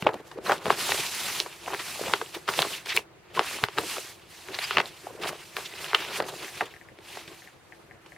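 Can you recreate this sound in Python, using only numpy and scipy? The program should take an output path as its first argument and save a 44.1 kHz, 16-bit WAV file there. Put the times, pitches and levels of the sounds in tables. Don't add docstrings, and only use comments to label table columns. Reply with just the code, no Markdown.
import sys
import numpy as np
from scipy import signal
from scipy.fft import rfft, irfft, next_fast_len
from scipy.io import wavfile
from scipy.ndimage import uniform_filter1d, map_coordinates

SR = 44100
rng = np.random.default_rng(int(sys.argv[2]) if len(sys.argv) > 2 else 0)


def boost(x):
    u = np.asarray(x, float) / 20
    return 10 ** u


def generate_wav(signal):
    frames = np.transpose(np.atleast_2d(signal))
    scaled = np.clip(frames, -1, 1) * 32767
    pcm = np.round(scaled).astype(np.int16)
    wavfile.write(sys.argv[1], SR, pcm)


N = 360297


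def unit(x):
    return x / np.sqrt(np.mean(x ** 2) + 1e-20)


def along(points, hz):
    f, v = np.transpose(points)
    return np.interp(np.log(hz + 1), np.log(f + 1), v)


def wobble(rate_hz):
    knots = rng.standard_normal(int(N * rate_hz / SR) + 4)
    return map_coordinates(knots, [np.arange(N) * rate_hz / SR])


def coloured(x, points):
    m = next_fast_len(N + 8192)
    gain = boost(along(points, np.fft.rfftfreq(m, 1 / SR)))
    return irfft(rfft(x, m) * gain, m)[..., :N]


def ring(hz, t60, rise, t):
    return np.sin(2 * np.pi * hz * t) * boost(-60 * t / t60) * (1 - np.exp(-t / rise))


def place(out, start_s, sound):
    start = round(start_s * SR)
    out[..., start:start + sound.shape[-1]] += sound


def rustle(spectrum, side, lumps_db, patchy_db):
    noise = rng.standard_normal((2, N)) * boost(lumps_db)
    z = signal.stft(noise, nperseg=256)[2]
    field = uniform_filter1d(rng.standard_normal(z.shape[1:]), size=6, axis=0)
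    field = uniform_filter1d(field, size=9, axis=1)
    patched = signal.istft(z * boost(patchy_db * unit(field)), nperseg=256)[1][:, :N]
    mid, other = coloured(patched, spectrum)
    other = coloured(other, side)
    return unit(np.array([mid + other, mid - other]))


def strokes(rows):
    t, power = np.arange(N) / SR, np.zeros(N)
    for s, db, rise, fall, *hold in rows:
        rising_db = 20 * np.maximum((s - t) / rise, 0)
        falling_db = 20 * np.maximum((t - s - sum(hold)) / fall, 0)
        power += boost(2 * (db - rising_db - falling_db))
    return power


# (rise, fall: 20 dB)
SLIDES = [(.46, -45.5, .04, 0.04, 0.092), (.645, -50, 0.028, .1, 0.077), (.8, -36, 0.078, 0.37, 0.2),
          (1.17, -38.5, 0.18, 0.1, .22), (1.47, -57.5, 0.055, 0.042, 0.091),
          (1.68, -51.5, 0.061, 0.17, 0.12), (1.88, -43.5, 0.43, 0.3, 0.24), (2.49, -43, 0.025, 0.089, 0.26),
          (3.35, -50.5, 0.02, 0.175, 0.04), (3.46, -43, 0.059, 0.057, 0.11),
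          (3.9, -39.5, 0.17, 0.21, 0.032), (4.3, -57, 0.03, 0.24, 0.11), (4.6, -46.5, 0.16, .07, 0.1),
          (5.41, -56.5, 0.42, .1, 0.16), (5.96, -52.5, 0.12, .1, 0.11), (6.33, -50.5, 0.037, .1, 0.13),
          (6.487, -50.5, 0.22, 0.13, 0.098), (7.089, -53, 0.098, 0.18, 0.097), (7.28, -59, .02, 0.16, 0.16)]
# peak_s, level_db, rise_s, fall_s
BRUSHES = [(.01, -53.5, 0.025, 0.079), (.114, -63.5, 0.12, 0.24), (.275, -59.5, 0.059, 0.16),
           (.515, -58, 0.063, .07), (.708, -45, 0.087, 0.12), (2.355, -50, 0.067, 0.11),
           (2.604, -34.5, 0.08, 0.043), (2.88, -43.5, 0.033, 0.062), (2.961, -35.5, 0.032, 0.045),
           (3.64, -44, 0.091, 0.035), (3.79, -45, 0.037, 0.25), (4.1, -51, 0.55, 0.064),
           (4.5, -55, 0.25, .1), (4.88, -50.5, 0.098, 0.039), (5.06, -54.5, 0.53, 0.34),
           (5.228, -52, 0.049, .07), (5.29, -36.5, 0.045, 0.024), (5.572, -44.5, 0.028, 0.29),
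           (5.835, -43, 0.1, 0.098), (6.175, -39.5, 0.091, 0.048), (6.292, -43.5, 0.056, 0.03),
           (6.75, -63.5, 0.22, 0.35), (7.75, -69.5, 0.52, 0.84), (8.1, -66, 0.12, .5)]
# peak_s, level_db, rise_s, fall_s
CRUMPLES = [(.072, -39, 0.077, 0.076), (.275, -61, 0.11, .14), (.465, -32.5, 0.035, 0.18),
            (.708, -25, 0.039, 0.066), (.912, -27.5, 0.24, 0.13), (1.53, -42.5, 0.14, 0.077),
            (1.732, -38, 0.099, 0.15), (2.073, -32, 0.12, 0.1), (2.352, -24, 0.02, 0.016),
            (2.55, -30.5, 0.082, 0.23), (2.77, -35, 0.25, 0.061), (2.922, -28, 0.085, 0.043),
            (3.35, -33.5, 0.0072, 0.69), (3.55, -33, 0.21, 0.13), (4.4, -49.5, 0.45, 0.46),
            (4.548, -32, 0.045, 0.056), (4.63, -27.5, 0.029, 0.11), (4.745, -29.5, 0.26, 0.13),
            (4.865, -41.5, .016, 0.19), (5.228, -32, 0.028, 0.18), (5.41, -42, 0.11, 0.089),
            (5.539, -59.5, .08, .3), (5.655, -37.5, 0.12, 0.07), (5.86, -49, 0.16, .3),
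            (6.01, -29, 0.41, 0.22), (6.16, -28, 0.13, 0.033), (6.443, -34.5, 0.12, 0.062),
            (6.57, -36, 0.04, 0.22), (7.13, -39.5, 0.16, 0.36)]
# peak_s, level_db, rise_s, fall_s
FLEXES = [(.075, -30, 0.06, 0.11), (.385, -49.5, 0.3, 0.071), (.517, -27, 0.086, 0.07),
          (.68, -30.5, 0.058, 0.14), (.912, -39, 0.11, 0.17), (1.465, -49.5, .45, 0.061),
          (1.732, -37.5, 0.091, 0.13), (2.078, -34.5, 0.12, 0.17), (2.37, -41, 0.034, 0.029),
          (2.492, -30, 0.02, 0.078), (2.606, -33.5, 0.074, 0.14), (2.971, -34, 0.027, 0.039),
          (3.388, -34, 0.059, 0.064), (3.566, -45, 0.18, 0.06), (3.64, -31.5, 0.029, 0.026),
          (3.787, -29, 0.018, 0.071), (4.5, -42, 0.053, 0.15), (4.775, -30, 0.04, 0.086),
          (5.14, -43.5, 0.17, 0.051), (5.25, -34.5, 0.1, 0.13), (5.579, -39, 0.035, 0.078),
          (5.835, -45, 0.12, 0.18), (5.944, -32, 0.019, 0.061), (6.215, -34.5, 0.22, 0.11),
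          (6.443, -44.5, 0.99, 0.084), (6.617, -37.5, 0.053, 0.081), (7.186, -52, 0.37, 0.08),
          (7.315, -51, 0.1, 0.072)]


def motion():
    rest_db = -80
    drag = strokes(SLIDES + BRUSHES) + boost(2 * rest_db)
    wrinkle = strokes(CRUMPLES)
    bend = strokes(FLEXES)
    flap = bend + boost(2 * -17) * drag
    crinkle = wrinkle + boost(2 * 7) * drag + boost(2 * -14) * bend
    hiss = drag + boost(2 * -21.5) * wrinkle
    return 10 * np.log10(np.array([flap, crinkle, hiss]) + 1e-9)


# freq_hz, density_db (per Hz)
FLAP = [(29, -44), (50, -10.5), (160, -5.5), (260, -10.5), (371, 2), (495, -3), (600, -3.5), (900, -6.5),
        (1900, -16), (3500, -52)]
# freq_hz, density_db (per Hz)
CRINKLE = [(350, -40), (700, -7.5), (1000, -3.5), (1450, -4.5), (2660, 0), (4500, -7), (6000, -17.5),
           (9000, -28)]
# freq_hz, density_db (per Hz)
HISS = [(2650, -7), (4500, -2), (7140, -4.5), (10400, -6.5), (15200, -13.5), (16000, -29)]
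# freq_hz, side_minus_mid_db
NEAR_SIDE = [(60, -9), (400, -15.5), (1500, -20.5), (3500, -12.5), (7000, -5.5), (15000, -4.5)]


def sheet():
    flap_db, crinkle_db, hiss_db = motion()
    uneven = np.clip(-0.1 + (flap_db - hiss_db) / 18, 0.25, 1.3)
    clumps = uneven * 4 * np.tanh(0.33 * wobble(45) + 0.5 * wobble(110))
    slips = uneven * np.clip(wobble(330) - 1.3, 0, 1)
    flap_lumps = 0.59 * clumps + 3.2 * np.tanh(wobble(60)) + 5 * slips
    crinkle_lumps = 2.5 * clumps + 1.1 * wobble(160) + 9 * slips
    hiss_lumps = 1.3 * clumps + 0.54 * wobble(120) + 8 * slips
    flap = rustle(FLAP, NEAR_SIDE, flap_lumps, patchy_db=3.0)
    crinkle = rustle(CRINKLE, NEAR_SIDE, crinkle_lumps, patchy_db=2.0)
    hiss = rustle(HISS, NEAR_SIDE, hiss_lumps, patchy_db=1.4)
    return boost(flap_db + 1.5) * flap + boost(crinkle_db - 4.5) * crinkle + boost(hiss_db + 4) * hiss


# start_s, peak_db, pitch_hz, length_ms
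BUCKLES = [(0.066, -6, 640, 2.1), (0.076, -25, 674, 7.1), (0.0814, -19, 720, 1.1),
           (0.0904, -15.5, 760, 6.2), (0.387, -24, 456, 3.3), (0.4956, -8, 870, 7.6),
           (0.5111, -11.5, 1070, 3.6), (0.5308, -21, 1020, 1.5), (0.6996, -17, 840, 4.6),
           (.7041, -1.1, 930, 2.1), (1.462, -26.5, 970, 5.4), (1.6775, -22.5, 800, 4.5),
           (1.6815, -22, 900, 4), (1.704, -25, 800, 8), (2.0379, -25, 1200, 1.1), (2.652, -23, 664, 2.3),
           (2.859, -27, 3450, 3.6), (3.373, -24, 1020, 5.5), (3.411, -18.5, 590, 2.6),
           (5.0683, -28, 680, 3.7), (5.5848, -26, 660, 2.4), (6.6141, -16, 820, 5.9),
           (7.1718, -25, 865, 1.7)]
# start_s, peak_db, pitch_hz, length_ms
SNAPS = [(0.0695, -2, 705, 0.77), (0.4637, -21.5, 895, 10), (0.5198, -7.5, 920, 6), (.6658, -16, 680, 5),
         (0.8926, -17, 956, 1.9), (.92, -12, 1980, 3), (1.4018, -5, 3700, 0.45), (1.7395, -19.5, 945, 4.9),
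         (1.747, -19, 1430, .67), (2.112, -24, 850, 1.9), (2.2149, -15.5, 1120, 3),
         (2.486, -17.5, 1050, 1.6), (2.489, -10, 1100, 4), (2.6277, -13, 1250, .8),
         (2.965, -11.5, 2660, 2.4), (3.7782, -15, 1020, 6.4), (3.969, -23.5, 797, 4.5),
         (4.7093, -13.5, 1520, 2.4), (4.7707, -7, 1410, 3.1), (4.8, -12.5, 1490, 4.4),
         (4.804, -12.5, 850, 1.1), (5.272, -25, 2550, 14), (5.5743, -27, 1190, 2.4),
         (5.9325, -12, 1250, 1.2), (5.9475, -10.5, 2480, 3), (6.2024, -11.5, 713, 2.5),
         (6.6087, -17, 1300, 1.8)]
# start_s, peak_db,
# pitch_hz, length_ms
CRACKS = [(0.024, -23.5, 1000, 3.5), (0.3152, -33, 1210, 3.5), (0.657, -16.5, 980, 1.4),
          (1.795, -26, 1500, 20), (7.278, -36, 2300, 5), (2.137, -4.5, 1270, 2), (2.4787, -21.5, 1500, 4.9),
          (2.538, -21, 1710, 2.1), (2.591, -13, 780, 3.3), (2.6204, -10, 3100, 0.86),
          (2.892, -24, 2620, 26), (2.9735, -12.5, 2170, 0.87), (3.3937, -4.5, 885, 1.6),
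          (3.6388, -5, 1360, 1.7), (3.6859, -21.5, 990, 1.4), (3.785, -9.5, 1020, 1.7),
          (3.9826, -24, 540, 3.8), (4.4865, -29, 1260, 1.6), (4.549, -27.5, 3480, 4.8),
          (4.5885, -19, 1960, 2.4), (4.7837, -6, 1770, 0.59), (5.236, -21.5, 1470, 6.4),
          (5.5676, -16, 1440, 2.2), (5.6578, -31, 3280, 8), (6.2857, -30, 890, 16), (6.988, -38, 440, 1.5),
          (8.062, -39.5, 930, 6.2)]
CRACK_DB = (-21.5, -6.5, 0.5)
# freq_hz, gain_db
EDGE = [(800, -90), (1700, -7.5), (3200, 3), (4600, -2), (6000, -9), (9000, -16.5), (15500, -30.5)]


def snaps():
    out, t = np.zeros((2, N + SR)), np.arange(-264, 1784) / SR
    f, after = np.fft.rfftfreq(len(t), 1 / SR), np.maximum(t, 0)
    kinds = zip((BUCKLES, SNAPS, CRACKS), CRACK_DB)
    creases = [(*row, crack_db) for kind, crack_db in kinds for row in kind]
    for s, db, hz, ms, crack_db in creases:
        fade_db = np.where(t < 0, -7 + 15 * t / (ms / 1000), -9 * t / (ms / 1000))
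        slips = rng.standard_normal((2, len(t))) * boost(fade_db)
        slips += 5 / ms ** 0.62 * np.exp(-(14 * hz * t) ** 2)
        width = 1.02 * hz
        panel = (1j * f * width / (hz * hz - f * f + 1j * f * width)) ** 2
        edge = boost(along(EDGE, f * (1500 / hz) ** 0.18))
        side_edge = edge * boost(along(NEAR_SIDE, f))
        body, crack, stray = irfft(rfft(slips[[0, 0, 1]]) * [panel, edge, side_edge])
        body = body / np.abs(body).max()
        crack = boost(crack_db) * (crack + stray * [[1], [-1]]) / np.abs(crack).max()
        camera_ring_db = -8.5 - 0.2237 * (db + 19.5) - 5.5 * np.log2(hz / 1000)
        camera_ring = boost(camera_ring_db) * ring(400, 0.044, 0.0029, after)
        place(out, s + t[0], boost(db) * (body + camera_ring + crack))
    return out[:, :N]


# peak_s, peak_db, pitch_hz
POPS = [(0.0253, -23, 2540), (0.073, -19, 2400), (0.5954, -37, 860), (0.6018, -37, 1040), (0.661, -26, 800),
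        (0.6665, -27, 2280), (0.7263, -21, 1400), (0.794, -33, 1290), (0.9469, -22, 710),
        (1.0656, -25, 3970), (1.215, -31, 940), (1.4094, -28, 830), (1.6619, -27.5, 2600),
        (1.726, -28, 2770), (1.747, -27, 1920), (1.7994, -26, 1300), (1.9593, -28.5, 810),
        (2.0611, -29, 2240), (2.082, -23, 800), (2.098, -22, 990), (2.1052, -27, 760), (2.1196, -33, 960),
        (2.2621, -32, 3060), (2.4854, -24, 2340), (2.5136, -31, 1010), (2.5909, -12, 3500),
        (2.6211, -20, 710), (2.6275, -13, 3280), (2.6494, -25, 1290), (2.871, -27, 1800),
        (2.8855, -32, 880), (2.9917, -28, 930), (3.3436, -35, 3190), (3.3675, -27, 920),
        (3.4118, -25, 1870), (3.4465, -25, 1120), (3.5876, -27, 970), (3.7789, -26, 3240),
        (3.837, -28, 750), (4.4864, -34, 2410), (4.5436, -27, 1700), (4.564, -34, 1110),
        (4.6169, -29, 1800), (4.8024, -14, 2570), (4.8579, -26, 4000), (5.2406, -23, 2900),
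        (5.2454, -23, 1020), (5.2922, -21.5, 1390), (5.331, -25, 710), (5.739, -30, 2670),
        (5.845, -24, 3080), (5.9149, -29, 1010), (5.9466, -9.5, 1210), (6.2075, -25, 1250),
        (6.2416, -32, 2620), (6.339, -30, 710)]
# peak_s, peak_db, pitch_hz
CRACKLES = [(.4968, -19, 860), (.512, -22, 1060), (.5324, -18, 960), (.6206, -39, 900), (.7007, -19, 2830),
            (.7088, -29, 1840), (.9205, -19, 900), (.9253, -25, 710), (.9948, -27, 970), (1.7351, -19, 900),
            (1.7325, -25, 900), (1.669, -30, 700), (2.862, -31, 980), (3.5128, -27.5, 960),
            (3.6279, -35, 1000), (3.7712, -31, 2110), (4.5453, -25, 4300), (4.6194, -27, 2290),
            (4.6763, -27, 3010), (4.7172, -27, 2730), (4.7746, -13, 980), (4.7802, -15, 870),
            (5.2794, -24, 840), (5.7389, -37, 710), (6.0498, -26, 2170), (6.1992, -28, 4300),
            (6.2035, -18.5, 1800), (6.224, -26, 600), (6.6098, -14.5, 1980), (6.62, -25, 805),
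            (0.0698, -14.5, 2180), (.0818, -22, 1100), (.091, -19, 1500), (7.1741, -31, 860)]
# peak_s, peak_db, pitch_hz
PUFFS = [(0.1577, -35, 640), (0.3615, -33, 403), (0.9264, -28.5, 476), (0.9473, -33, 390),
         (0.9966, -30, 380), (1.8012, -33, 375), (2.2238, -23, 424), (2.3677, -27, 368), (2.5922, -18, 625),
         (2.6517, -26, 440), (2.8715, -38, 423), (3.3699, -32, 410), (3.7883, -25, 407), (4.0498, -43, 380),
         (4.5076, -35, 388), (4.7853, -15, 610), (5.0471, -37, 360), (5.1527, -34, 437), (5.191, -34, 520),
         (5.2045, -30, 380), (5.2604, -23, 660), (5.3315, -26, 690), (5.3556, -37, 420), (5.588, -35, 390),
         (5.7399, -38, 400), (5.9549, -26.5, 416), (6.0832, -41, 400), (6.204, -14.5, 567),
         (6.3399, -31, 570), (6.4541, -37.5, 370), (7.3193, -36.5, 362)]
# peak_s, peak_db, pitch_hz, length_ms
TWANGS = [(2.0138, -20, 470, 2), (1.9958, -25, 650, 2), (.377, -30, 478, 4.9), (.47, -28, 4100, 2.1),
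          (2.9653, -19, 9550, .8), (2.9657, -23, 7250, 1.2), (2.9752, -5.5, 2470, .8),
          (2.9735, -19, 1010, 1.8), (2.98, -27.5, 420, 6.8), (6.235, -34, 515, 8),
          (3.378, -20.5, 1050, 5.5), (4.59, -27, 700, 2.2), (4.592, -23, 4040, 1.5),
          (4.643, -24, 4840, 1.6), (4.651, -26, 4900, 1.4), (4.772, -9.5, 2700, 0.94),
          (5.07, -24.5, 763, 2.4), (5.9491, -5.5, 2990, 1.05), (5.9506, -17, 1300, 1.9),
          (6.611, -18.5, 794, 1.9)]


def pops():
    out, t = np.zeros(N + SR), np.arange(-500, 1200) / SR
    click = -boost(-5) * np.gradient(np.exp(-(t / 0.0001) ** 2)) * 5
    rows = []
    for s, db, hz in POPS + CRACKLES:
        pop_ms = max(0.87 - 0.15 * np.log2(hz / 1000), 0.3)
        rows.append((s, db - 1, hz, pop_ms, click))
    for s, db, hz in PUFFS:
        puff_ms = 4.7 * (400 / hz) ** 1.4
        rows.append((s, db - 2, hz, puff_ms, 0))
    rows += [(*row, 0) for row in TWANGS]
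    for s, db, hz, ms, edge in rows:
        length_ms = np.where(t < 0, 0.7 * ms, ms)
        swell = np.exp(-(1000 * t / length_ms) ** 2)
        place(out, s + t[0], boost(db) * (swell * np.sin(2 * np.pi * hz * t) + edge))
    return out[:N]


# peak_s, peak_db
FLICKS = [(0.0244, -36.5), (0.5194, -29.5), (0.658, -29.5), (1.7469, -35.5), (2.4858, -32), (2.6213, -24),
          (2.9657, -16), (3.6391, -26), (4.5898, -35.5), (4.7714, -33), (5.2821, -30.5), (5.568, -30),
          (5.9485, -27), (6.4728, -37)]


def flicks():
    out, t = np.zeros((2, N + SR)), np.arange(-200, 300) / SR
    length_ms = 0.8
    for s, db in FLICKS:
        grit = np.diff(rng.standard_normal((2, len(t) + 3)))
        mid, side = unit(grit[:, 2:] - grit[:, :-2])
        spit = (mid + 0.45 * side * [[1], [-1]]) * np.exp(-(1000 * t / length_ms) ** 2)
        place(out, s + t[0], boost(db - 5.5) * spit)
    return out[:, :N]


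# start_s, peak_db, pitch_hz
THUDS = [
    (0.024, -26, 170),
    (0.652, -33.5, 196),
    (3.633, -25, 124),
    (3.792, -37, 112),
]


def thuds():
    out, t = np.zeros((2, N + SR)), np.arange(SR // 10) / SR
    for s, db, hz in THUDS:
        place(out, s, boost(db + 12.5) * ring(hz, 0.027, 0.0034, t))
    return out[:, :N]


# start_s, peak_db
TICKS = [(6.4812, -35), (6.6706, -43), (6.739, -39), (6.7643, -40.5), (6.8125, -40), (6.887, -41),
         (7.421, -42), (7.4743, -39.5), (7.723, -37), (7.9113, -39), (8.121, -40), (8.1634, -42)]


def ticks():
    out, t = np.zeros((2, N + SR)), np.arange(SR // 10) / SR
    pan_db = np.array([[5.5], [-5.5]]) / 2
    for s, db in TICKS:
        for bounce, bounce_db in enumerate((4, -3.5, -10.5)):
            hz = 1720 * 0.95 ** bounce + 560 * np.exp(-t / 0.0024)
            tick = 2.1 * ring(hz, 0.008, 0.0006, t) + 0.3 * ring(740, 0.025, 0.00088, t)
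            place(out, s + 0.0067 * bounce, boost(db + bounce_db + pan_db) * tick)
    return out[:, :N]


# freq_hz, t60_s
ROOM = [(300, 0.1), (2000, 0.11), (10000, 0.048)]


def room(x):
    hz, t, z = signal.stft(rng.standard_normal((2, SR // 4)), SR, nperseg=128)
    decay = boost(-60 * t / along(ROOM, hz)[:, None])
    tail = signal.istft(z * decay, SR, nperseg=128)[1]
    tail = tail / np.linalg.norm(tail[0])
    late = np.pad(x, (130, 0))
    mid, side = signal.fftconvolve(late[None], tail, axes=1)[:, :N]
    return np.array([mid + 0.64 * side, mid - 0.47 * side])


# freq_hz, density_db (per Hz)
HUM = [(25, -9), (59, 0.5), (150, -0.5), (250, -12.5), (344, -2), (520, -7.5), (1100, -12.5), (2300, -16.5),
       (3300, -24), (5730, -37), (10100, -45), (16000, -44.5)]
# freq_hz, side_minus_mid_db
FAR_SIDE = [(60, -10), (600, -4), (3000, -1), (7000, 11)]


def hum():
    tone_hz = 336 + 6 * wobble(7.6)
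    tone = np.sin(2 * np.pi * np.cumsum(tone_hz) / SR)
    air = rustle(HUM, FAR_SIDE, 0.5 * wobble(2.84), patchy_db=1.8)
    return boost(-53) * air + boost(-65.5 + 2.4 * wobble(4.9)) * tone


def scene():
    hits = snaps() + thuds() + ticks() + pops() + flicks()
    echoes = boost(-16) * room(hits[0])
    return sheet() + hits + echoes + hum()


def band_limit(x):
    return signal.sosfilt(signal.butter(12, 16200, fs=SR, output="sos"), x)


# freq_hz, left_minus_right_db
LEAN = [(60, 1.5), (300, .6), (2500, -0.1), (9000, -2)]


def record(dry):
    m = next_fast_len(N + 8192)
    f = np.fft.rfftfreq(m, 1 / SR)
    held = dry / (1 + np.abs(dry) ** 4) ** 0.25
    balance = boost(along(LEAN, f) / 2 * [[1], [-1]])
    bass_cut = (1j * f / (70 + 1j * f)) ** 2
    ports = balance * bass_cut * (f < 15900)
    mix = irfft(rfft(held, m) * ports, m)[:, :N]
    return band_limit(mix)


dry = scene()
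out = record(dry)
generate_wav(out)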